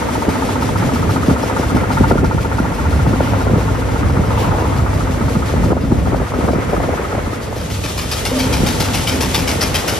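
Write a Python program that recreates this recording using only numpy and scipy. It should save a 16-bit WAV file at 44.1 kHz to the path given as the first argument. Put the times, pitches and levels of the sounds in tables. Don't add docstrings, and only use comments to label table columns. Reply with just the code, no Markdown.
import sys
import numpy as np
from scipy import signal
from scipy.fft import rfft, irfft, next_fast_len
from scipy.io import wavfile
from scipy.ndimage import uniform_filter1d, map_coordinates

SR = 44100
rng = np.random.default_rng(int(sys.argv[2]) if len(sys.argv) > 2 else 0)


def output_pcm(signal):
    pcm = np.clip(np.atleast_2d(signal).T, -1, 1) * 32767
    wavfile.write(sys.argv[1], SR, np.round(pcm).astype(np.int16))


N = 440559
T = np.arange(N) / SR

# t/s, firings so far
OWN_FIRINGS = [(.0213, 0), (.758, 11), (1.3635, 20), (1.768, 26), (2.72, 40), (2.924, 43), (3.888, 57),
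               (4.168, 61), (4.7925, 70), (5.493, 80), (6.904, 100), (8.33, 120), (10.02, 144)]
# t/s, knock level/dB, clatter level/dB, ring level/dB
KNOCK_LEVELS = [(0, -27, -32.5, -40), (1.2, -30.5, -29.5, -35), (1.7, -29.5, -30.5, -32),
                (2.05, -24.5, -28.5, -26.5), (2.6, -27.5, -35, -28), (3.2, -30, -34, -29),
                (3.6, -34, -34, -32), (4, -32, -31, -34), (5.2, -34.5, -32, -40), (5.9, -34.5, -32, -41),
                (6.5, -40, -31.5, -39), (7.1, -42, -32, -38), (7.7, -46, -46, -48), (8.5, -37, -49, -42),
                (9.99, -45, -48, -49)]
# t/s, level/dB
THUD_LEVEL = [(0, -28.5), (1.5, -25.5), (2.2, -19.5), (4, -20), (6.2, -22.5), (7.2, -30), (7.8, -24),
              (8.4, -34), (9, -24), (9.99, -34)]
# f/Hz, width/Hz, level/dB
KNOCK_MODES = [(893, 52, 0), (745, 70, -12)]
CLATTER_MODES = [(1272, 85, 0)]
RING_MODES = [(1390, 38, 0), (1830, 70, -5)]
BODY_MODES = [(70.3, 17.5, -5), (101.7, 7.2, 2), (170, 55, -12), (261, 22, -9)]

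# t/s, firings so far
FOLLOWING_FIRINGS = [(.126, 0), (.77, 4), (1.583, 9), (2.405, 14), (3.235, 19), (4.08, 24), (4.934, 29),
                     (5.805, 34), (6.69, 39)]
ALONGSIDE_FIRINGS = [(7.42, 0), (8.112, 5), (8.798, 10), (9.34, 14), (9.875, 18)]
# t/s, level/dB
CHUFF_LEVEL = [(0, -31.5), (2, -32), (2.7, -34), (4.3, -37), (5.3, -35.5), (6.5, -36.5), (7.4, -38),
               (7.75, -27), (8.15, -20.5), (9.3, -18), (9.99, -19)]
# t/s, level/dB, ring f/Hz
BARKS = [(8.112, -26, 4900), (8.798, -38, 5100), (8.935, -27, 2350), (9.34, -20, 3600),
         (9.608, -20.5, 5340), (9.742, -28, 2900), (9.875, -28, 2500)]
# f/Hz, level/(dB per Hz)
CHUFF_SPECTRUM = [(300, -4), (900, 14), (1500, 7.5), (2300, 8), (3300, 5), (4200, 5), (5400, 6.5),
                  (6800, -3.5), (11500, 3), (14000, -3.5)]
# f/Hz, left-right likeness
CHUFF_LIKENESS = [(700, .1), (1500, 0.42), (2300, 0.88), (5500, 1), (9000, 0.3)]
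# f/Hz, width/Hz, level/dB
CHUFF_MODES = [(2400, 430, 2), (3090, 710, -1.5), (4770, 750, 0), (6300, 1500, 4)]
SILENCER_MODES = [(171, 24, 0), (382, 41, -7), (878, 45, -7.5), (1210, 260, -14)]

# t/s, swish level/dB, roar level/dB, half length/s
PASSES = [(3.378, -28, -27, .15), (4.49, -23, -26.5, .17)]
# t/s, level/dB, half length/s
SPRAYS = [(3.26, -33, 0.086), (4.405, -29, 0.035)]
# f/Hz, level/(dB per Hz)
SWISH_SPECTRUM = [(200, -8), (600, 20), (900, 26), (1150, 25), (1600, 12), (2600, 4), (7000, -15),
                  (14000, -40)]
ROAR_SPECTRUM = [(150, -20), (300, -5), (470, 0), (700, -7), (1200, -9), (3000, -50)]
SPRAY_SPECTRUM = [(1000, -20), (2000, -5), (2700, 1.5), (4000, -7), (7000, -11), (14000, -15)]

# t/s, moan f/Hz, moan level/dB, hum level/dB
MOAN = [(8.3, 490, -47, -62), (8.32, 500, -14.5, -19), (8.335, 612, -29, -20), (8.365, 607, -19, -14),
        (8.39, 580, -27, -21), (8.425, 543, -32, -14.5), (8.468, 440, -31, -17), (8.5, 396, -32, -24),
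        (8.6, 380, -36, -24), (8.75, 380, -80, -80)]
# t/s, level/dB
HOLLOW_LEVEL = [(0, -22.5), (2.7, -24.5), (3.4, -25.5), (4.6, -32.5), (5.8, -21), (6.8, -29.5), (7.9, -49),
                (8.5, -23.5), (9.99, -33)]
# f/Hz, width/Hz, level/dB
HOLLOW_MODES = [(258.3, 30.4, 23), (513, 39, -14)]

# t/s, peak level/dB, f/Hz
THUMPS = [(0.284, -3.5, 340), (.296, -13, 427), (.835, -13, 285), (.87, -8.5, 179), (.891, -10.5, 420),
          (1.286, -1.5, 260), (1.298, -9, 301), (1.313, -2.5, 260), (1.321, -13, 243), (1.44, -7.5, 420),
          (1.598, -9.5, 337), (1.75, -5, 252), (1.762, -5.5, 383), (1.82, -10, 285), (1.858, -12, 434),
          (2.011, 0, 289), (2.114, 0, 450), (2.124, -3, 231), (2.137, -11, 484), (2.157, -3, 383),
          (2.19, -9, 288), (2.234, -1, 308), (2.245, -3, 328), (2.349, -2.5, 220), (2.603, -3.5, 288),
          (3.067, -11, 755), (3.073, -2, 197), (3.137, -6.5, 344), (3.208, -3.5, 540), (3.336, -11, 765),
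          (3.471, -6, 480), (3.499, -10, 488), (3.519, -4, 169), (3.537, -4, 272), (3.56, -10, 498),
          (3.567, -8, 218), (4.176, -4, 218), (4.195, -7, 218), (4.279, -12, 292), (4.624, -9.5, 450),
          (5.21, -12, 281), (5.356, -9, 238), (5.365, -4.5, 223), (5.54, -10.5, 521), (5.664, -10.5, 389),
          (5.706, -9, 240), (5.721, -5.5, 527), (5.732, -1.5, 622), (5.769, -5.5, 501), (5.838, -6.5, 238),
          (5.913, -8, 294), (5.923, 2, 308), (6.075, -4.5, 540), (6.133, -6.5, 372), (6.146, -8, 770),
          (6.204, -13, 447), (6.22, -10, 557), (6.322, -16, 850), (6.339, -10.5, 702), (6.361, -13, 334),
          (6.39, -8, 329), (6.444, -4, 300), (6.482, -11, 398), (6.488, -10.5, 850), (6.494, -8, 596),
          (6.509, -7, 343), (6.536, -7, 515), (6.559, -6, 299), (6.586, -8, 356), (6.734, -7.5, 617),
          (6.743, -9, 620), (6.78, -10.5, 400), (6.804, -8, 603), (6.841, -8.5, 430), (6.893, -10, 520),
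          (6.907, -16, 451), (6.941, -12, 602), (7.132, -13, 550), (7.152, -9, 560), (7.183, -8, 576),
          (7.276, -14, 328), (7.332, -17, 450), (7.529, -16, 651), (7.566, -14, 520), (7.85, -14, 404),
          (8.607, -7, 240), (8.635, -6.5, 329), (8.809, -9.5, 248), (9.38, -10.5, 282), (9.558, -11, 425)]
# t/s, level/dB
WIND_LEVEL = [(0, -23), (.55, -24.5), (.85, -15.5), (1.2, -18), (1.5, -27.5), (2.05, -15), (2.6, -21),
              (3.1, -15.5), (3.85, -19), (4.25, -18), (5.3, -19.5), (6.05, -13.5), (6.6, -23), (7.15, -25),
              (8.35, -20.5), (8.57, -16.5), (8.9, -22), (9.99, -23.5)]
# t/s, level/dB
DEEP_LEVEL = [(0, -18), (.6, -20), (1.3, -15), (2, -6.5), (9.99, -5.5)]
# t/s, depth/dB, half length/s
LULLS = [(5.288, 0, 0.027), (5.458, 5, 0.026), (6.28, 15, 0.031), (7.85, 4.5, 0.49)]
# f/Hz, level/(dB per Hz)
RUMBLE_SPECTRUM = [(25, -45), (45, -18), (60, -1), (75, 4), (105, 1.5), (150, -3), (220, -6.5),
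                   (320, -11.5), (600, -85)]
DEEP_SPECTRUM = [(15, -20), (24, -16), (35, -9), (52, 3.5), (70, -1), (100, -25), (200, -70)]
FLUTTER_SPECTRUM = [(120, -8), (200, -1), (265, 0), (320, -3), (480, 4), (700, -4.5), (1100, -16.5),
                    (2200, -55), (5000, -79)]
CHOP_SPECTRUM = [(150, -25), (400, 0), (700, 0.5), (1100, -5), (1500, -9.5), (2500, -35), (5000, -70)]

# t/s, level/dB
ROAD_LEVEL = [(0, -34.5), (2.1, -33), (4.7, -35.5), (5.9, -36), (6.55, -33.5), (7.1, -34), (7.45, -38.5),
              (7.75, -44.5), (8.1, -40.5), (8.45, -35), (9.35, -37.5), (9.6, -33), (9.99, -36)]
# f/Hz, level/(dB per Hz)
TYRE_SPECTRUM = [(60, -39), (260, 3), (500, 3), (900, 2), (1300, 0.5), (1650, -3), (2100, -3.5),
                 (2900, -15), (4500, -35), (9000, -78)]
HISS_SPECTRUM = [(900, -4), (2200, 9.5), (3200, 11.5), (5000, 7), (7000, 8.5), (11500, 3), (14000, -4.5)]

# f/Hz, left-right likeness
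LIKENESS = [(60, 0.84), (150, 0.92), (350, 0.61), (700, 0.09), (1400, 0.34), (2800, 0.36), (5500, 0.5),
            (10000, -2.33)]
# f/Hz, left minus right level/dB
BALANCE = [(100, -0.5), (350, -0.5), (700, 3.5), (1400, -0.5), (2800, 0.5), (5500, 4), (10000, -1)]
# t/s, depth/dB, recovery/s
DIPS = [(2.123, 3.5, 1), (5.726, 5, 0.52)]

DUCT_WIDTH_HZ = 260
SILENCER_DB = -13
LINGER = 1.35
FLUTTER_DB, FLUTTER_GROWS = -25.5, 0.079
GUST_DB, GUST_RISE_S, GUST_FALL_S = -15.5, 0.013, 0.028
FLURRY_S, FLURRY_HALF_S, FLURRY_DB = 6.6, 0.31, -15
FLURRY_EDDIES = 300
PATTER_DB, PATTER_GROWS, PATTER_HZ = -22, 0.36, 427.8
CHOP_DB, CHOP_DB_PER_OCTAVE, CHOP_HZ, CHOP_S = -13.9794, 10, 600, 0.0087
HISS_DB, HISS_GROWS = -33.5, 0.52
LEFT_LEAD_S = .00002
TOP_HZ = 14000


def own_engine(left_lead_s=0.00018, tap_s=0.00401, gas_db=-11):
    times = firing_times(OWN_FIRINGS)
    knock_db, clatter_db, ring_db = curves(KNOCK_LEVELS)
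    thud_db, = curves(THUD_LEVEL)
    gas_flow = bursts(times - .002, rise=.0007, hold=.007, decay=.003, scatter_db=.5)
    gas = gas_flow * rng.standard_normal(N)

    def click(at):
        return bursts(at, rise=.00005, hold=.00005, decay=.00005, scatter_db=1.2)

    def strike(blows, modes):
        tone = unit(ring(blows, modes)) + amp(gas_db) * unit(ring(gas, modes))
        return unit(ring(tone, [(modes[0][0], DUCT_WIDTH_HZ, 0)]))

    crack = click(times - .0018)
    tap = click(times + tap_s + .0005 * rng.standard_normal(len(times)))
    knock = amp(knock_db) * strike(crack, KNOCK_MODES)
    knock = knock + amp(clatter_db) * strike(crack + tap, CLATTER_MODES)
    knock = knock + amp(ring_db) * strike(tap, RING_MODES)
    ports = np.array([[1], [-1]])
    puff = filtered(knock, lambda hz: np.exp(1j * np.pi * hz * left_lead_s * ports))
    push = bursts(times + .031, rise=0.00087, hold=0.00017, decay=0.0024, scatter_db=2.5)
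    return puff + amp(thud_db) * unit(ring(push, BODY_MODES))


def single_cylinder(spit=0.15, bark_width_hz=1300):
    times = np.concatenate([firing_times(FOLLOWING_FIRINGS), firing_times(ALONGSIDE_FIRINGS)])
    level_db, = curves(CHUFF_LEVEL)
    blow = bursts(times, rise=0.002, hold=0.025, decay=0.014, scatter_db=0.26)
    crack = bursts(times + 0.0031, rise=.0003, hold=0.0015, decay=0.0025, scatter_db=1.0)
    sweep = bursts(times + 0.037, rise=0.0077, hold=0.023, decay=0.037, scatter_db=1.0)
    jet = rush(CHUFF_SPECTRUM, CHUFF_LIKENESS)
    pipe = patchy(jet + .35 * unit(ring(jet, CHUFF_MODES)), depth_db=2.0)
    gas = amp(level_db - 1.0) * (blow + spit * crack + 0.41 * sweep) * pipe
    for s, db, hz in BARKS:
        bark = bursts([s], rise=0.0011, hold=0.024, decay=0.0074, scatter_db=1.5)
        gas = gas + amp(db - 5.5) * bark * unit(ring(jet, [(hz, bark_width_hz, 0)]))
    boom = unit(ring((blow + sweep) * rng.standard_normal(N), SILENCER_MODES))
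    gas = gas + amp(level_db + SILENCER_DB) * boom
    grit = amp(2.1 * wobble(450))
    heard = bounced(gas * grit, .0016 + 0.000348 * wobble(3), strength=0.48)
    return heard * amp([[.8], [-.8]])


def oncoming_cars(bounce_s=0.0012, sweep_s=0.27):
    nearness = sum(1 / (1 + ((T - s) / sweep_s) ** 2) for s, *rest in PASSES)
    swish = unit(bounced(rush(SWISH_SPECTRUM), bounce_s * np.sqrt(nearness), strength=.6))
    swish = swish * swells([(s, db, half) for s, db, _, half in PASSES])
    roar = rush(ROAR_SPECTRUM) * swells([(s, db, half) for s, _, db, half in PASSES])
    return swish + roar + swells(SPRAYS) * rush(SPRAY_SPECTRUM)


def moan(width_hz=9, hum_hz=256, hum_waver_hz=4, overtone_db=-13):
    hz, moan_db, hum_db = curves(MOAN)
    phase = 2 * np.pi * np.cumsum(hz + width_hz * wobble(120)) / SR
    slide = np.sin(phase) + amp(overtone_db) * np.sin(2 * phase)
    hum = np.sin(2 * np.pi * np.cumsum(hum_hz + hum_waver_hz * wobble(60)) / SR)
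    begun = T > MOAN[0][0]
    return begun * amp(1.5 * wobble(110)) * (amp(moan_db) * slide + amp(hum_db) * hum)


def eddies(rows, glide_s=.0039, low_hz=130, rise_s=0.0021, life_cycles=2.16, rough=0.25):
    out, t = np.zeros((2, N + SR)), np.arange(-SR // 140, SR // 16) / SR
    for (s, db, hz), chance in zip(rows, rng.standard_normal((len(rows), 3))):
        shape = np.exp(-np.where(t < 0, (t / rise_s) ** 2, t * hz / life_cycles))
        pitch = low_hz + (hz - low_hz) * np.exp(-t / glide_s)
        phase = 2 * np.pi * (np.cumsum(pitch) / SR + chance[0]) + 0.41 * chance[1:, None]
        out[:, max(round((s + t[0]) * SR), 0):][:, :len(t)] += amp(db) * shape * np.sin(phase)
    roughness = rush([(300, 7.0), (700, -5.5), (2500, -38), (6000, -70)])
    return out[:, :N] * (1 + rough * roughness)


def chop():
    out, t = np.zeros(N + SR), np.arange(-SR // 50, SR // 16) / SR
    shape = np.exp(-np.abs(t) / np.where(t < 0, CHOP_S / 2, CHOP_S))
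    for s, db, hz in THUMPS:
        burst_db = db + CHOP_DB + CHOP_DB_PER_OCTAVE * np.log2(hz / CHOP_HZ)
        out[round((s + t[0]) * SR):][:len(t)] += amp(burst_db) * shape
    return out[:N] * unit(amp(3.6 * wobble(400)) * rush(CHOP_SPECTRUM))


def flurry(scatter_db=3.3, scatter_octaves=.5):
    times = (np.arange(FLURRY_EDDIES) + rng.random(FLURRY_EDDIES)) / FLURRY_EDDIES * T[-1]
    size, pitch = rng.standard_normal((FLURRY_EDDIES, 2)).T
    wind_db = np.interp(times, *np.transpose(WIND_LEVEL))
    spell = amp(FLURRY_DB) * np.exp(-((times - FLURRY_S) / FLURRY_HALF_S) ** 2)
    patter = amp(PATTER_DB + PATTER_GROWS * (wind_db - wind_db.mean()))
    peak_db = 20 * np.log10(shelter(times) * np.hypot(spell, patter))
    hz = PATTER_HZ * 2 ** (scatter_octaves * pitch)
    return eddies(np.transpose([times, peak_db + scatter_db * size, hz]))


def wind(gust_flutter_db=-5):
    strength_db, = curves(WIND_LEVEL)
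    hum_db, = curves(HOLLOW_LEVEL)
    deep_db, = curves(DEEP_LEVEL)
    flutter_db = FLUTTER_DB + FLUTTER_GROWS * (strength_db - strength_db.mean())
    lumps, gust = wobble(55), gusts()
    low_noise = rush(RUMBLE_SPECTRUM) + amp(deep_db) * rush(DEEP_SPECTRUM)
    rumble_gain = np.hypot(amp(strength_db + 0.5 + 1.8 * wobble(12)), gust)
    rumble = rumble_gain * unit(amp(lumps) * low_noise)
    flutter_gain = np.hypot(amp(flutter_db), amp(gust_flutter_db) * gust)
    flutter = flutter_gain * unit(amp(1.34 * lumps + 1.96 * wobble(160)) * rush(FLUTTER_SPECTRUM))
    hum = amp(hum_db - 1.0) * unit(ring(rush(FLUTTER_SPECTRUM), HOLLOW_MODES))
    return shelter(T) * (rumble + flutter + hum)


def gusts():
    out, t = np.zeros(N + SR), np.arange(-SR // 8, SR // 4) / SR
    shape = np.exp(np.minimum(t / GUST_RISE_S, -t / GUST_FALL_S))
    for s, db, hz in THUMPS:
        out[round((s + t[0]) * SR):][:len(t)] += amp(db + GUST_DB) * shape
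    return out[:N]


def shelter(t):
    return amp(-sum(depth * np.exp(-((t - s) / half) ** 2) for s, depth, half in LULLS))


def road():
    roar_db, = curves(ROAD_LEVEL)
    near_db, = curves(CHUFF_LEVEL)
    hiss_db = HISS_DB + HISS_GROWS * (near_db - near_db.mean())
    roar = amp(roar_db + 9 + 1.1 * wobble(25)) * rush(TYRE_SPECTRUM)
    return roar + amp(hiss_db + 1.52 * wobble(30)) * rush(HISS_SPECTRUM)


def firing_times(firings):
    s, count = np.transpose(firings)
    return np.interp(np.arange(count[-1] + 1), count, s)


def bursts(times, rise, hold, decay, scatter_db):
    flow, t = np.zeros(N + SR), np.arange(SR // 4) / SR
    shape = (1 - np.exp(-t / rise)) * np.exp(-np.maximum(t - hold, 0) / decay)
    for s, chance in zip(times, rng.standard_normal(len(times))):
        flow[max(round(s * SR), 0):][:len(t)] += amp(scatter_db * chance) * shape
    return flow[:N]


def swells(rows):
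    total = 0
    for s, db, half in rows:
        width = np.where(T > s, half * LINGER, half)
        total = total + amp(db) / (1 + ((T - s) / width) ** 2)
    return total


def bounced(x, delay_s, strength):
    echo = np.array([np.interp(T - delay_s, T, port) for port in x])
    return (x + strength * echo) / np.hypot(1, strength)


def patchy(x, depth_db, size=(4, 36)):
    z = signal.stft(x, nperseg=512)[2]
    field = uniform_filter1d(rng.standard_normal(z.shape[1:]), size[0], 0)
    field = uniform_filter1d(field, size[1], 1)
    return unit(signal.istft(z * amp(depth_db * unit(field)), nperseg=512)[1][:, :N])


def rush(spectrum, likeness=LIKENESS):
    def colour(hz):
        turn = np.arccos(np.clip(along(likeness, hz), -1, 1)) / 2
        band = (hz > 15) * (hz < TOP_HZ)
        return amp(along(spectrum, hz)) * np.array([np.cos(turn), np.sin(turn)]) * band

    mid, side = filtered(rng.standard_normal((2, N)), colour)
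    return unit(np.array([mid + side, mid - side]))


def ring(x, modes):
    def response(f):
        return sum(amp(db) * 1j * f * w / (c * c - f * f + 1j * f * w) for c, w, db in modes)

    return filtered(x, response)


def filtered(x, response):
    m = next_fast_len(N + SR // 2)
    return irfft(rfft(x, m) * response(np.fft.rfftfreq(m, 1 / SR)), m)[..., :N]


def wobble(rate):
    return map_coordinates(rng.standard_normal(4096), [T * rate], mode="wrap")


def curves(rows):
    s, *cols = np.transpose(rows)
    return [np.interp(T, s, c) for c in cols]


def along(points, hz):
    f, v = np.transpose(points)
    return np.interp(np.log(hz + 1), np.log(f + 1), v)


def amp(db):
    return 10 ** (np.asarray(db) / 20)


def unit(x):
    return x / np.sqrt(np.mean(x ** 2) + 1e-20)


def scene():
    sources = own_engine() + single_cylinder() + oncoming_cars()
    air = moan() + eddies(THUMPS) + chop() + flurry() + wind()
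    sides = np.array([[.5], [-.5]])

    def ports(hz):
        return amp(sides * along(BALANCE, hz)) * np.exp(2j * np.pi * hz * LEFT_LEAD_S * sides)

    return filtered(sources + air + road(), ports)


def record(dry, low_cut_hz=38):
    dip_db = sum(depth * (T > s) * np.exp(-np.abs(T - s) / recovery) for s, depth, recovery in DIPS)
    x = filtered(dry, lambda hz: hz ** 2 / np.hypot(hz ** 2, low_cut_hz ** 2)) * amp(-dip_db)
    rounded = x / (1 + np.abs(x / .95) ** 6) ** (1 / 6)
    return filtered(rounded, lambda hz: hz < TOP_HZ)


dry = scene()
out = record(dry)
output_pcm(out)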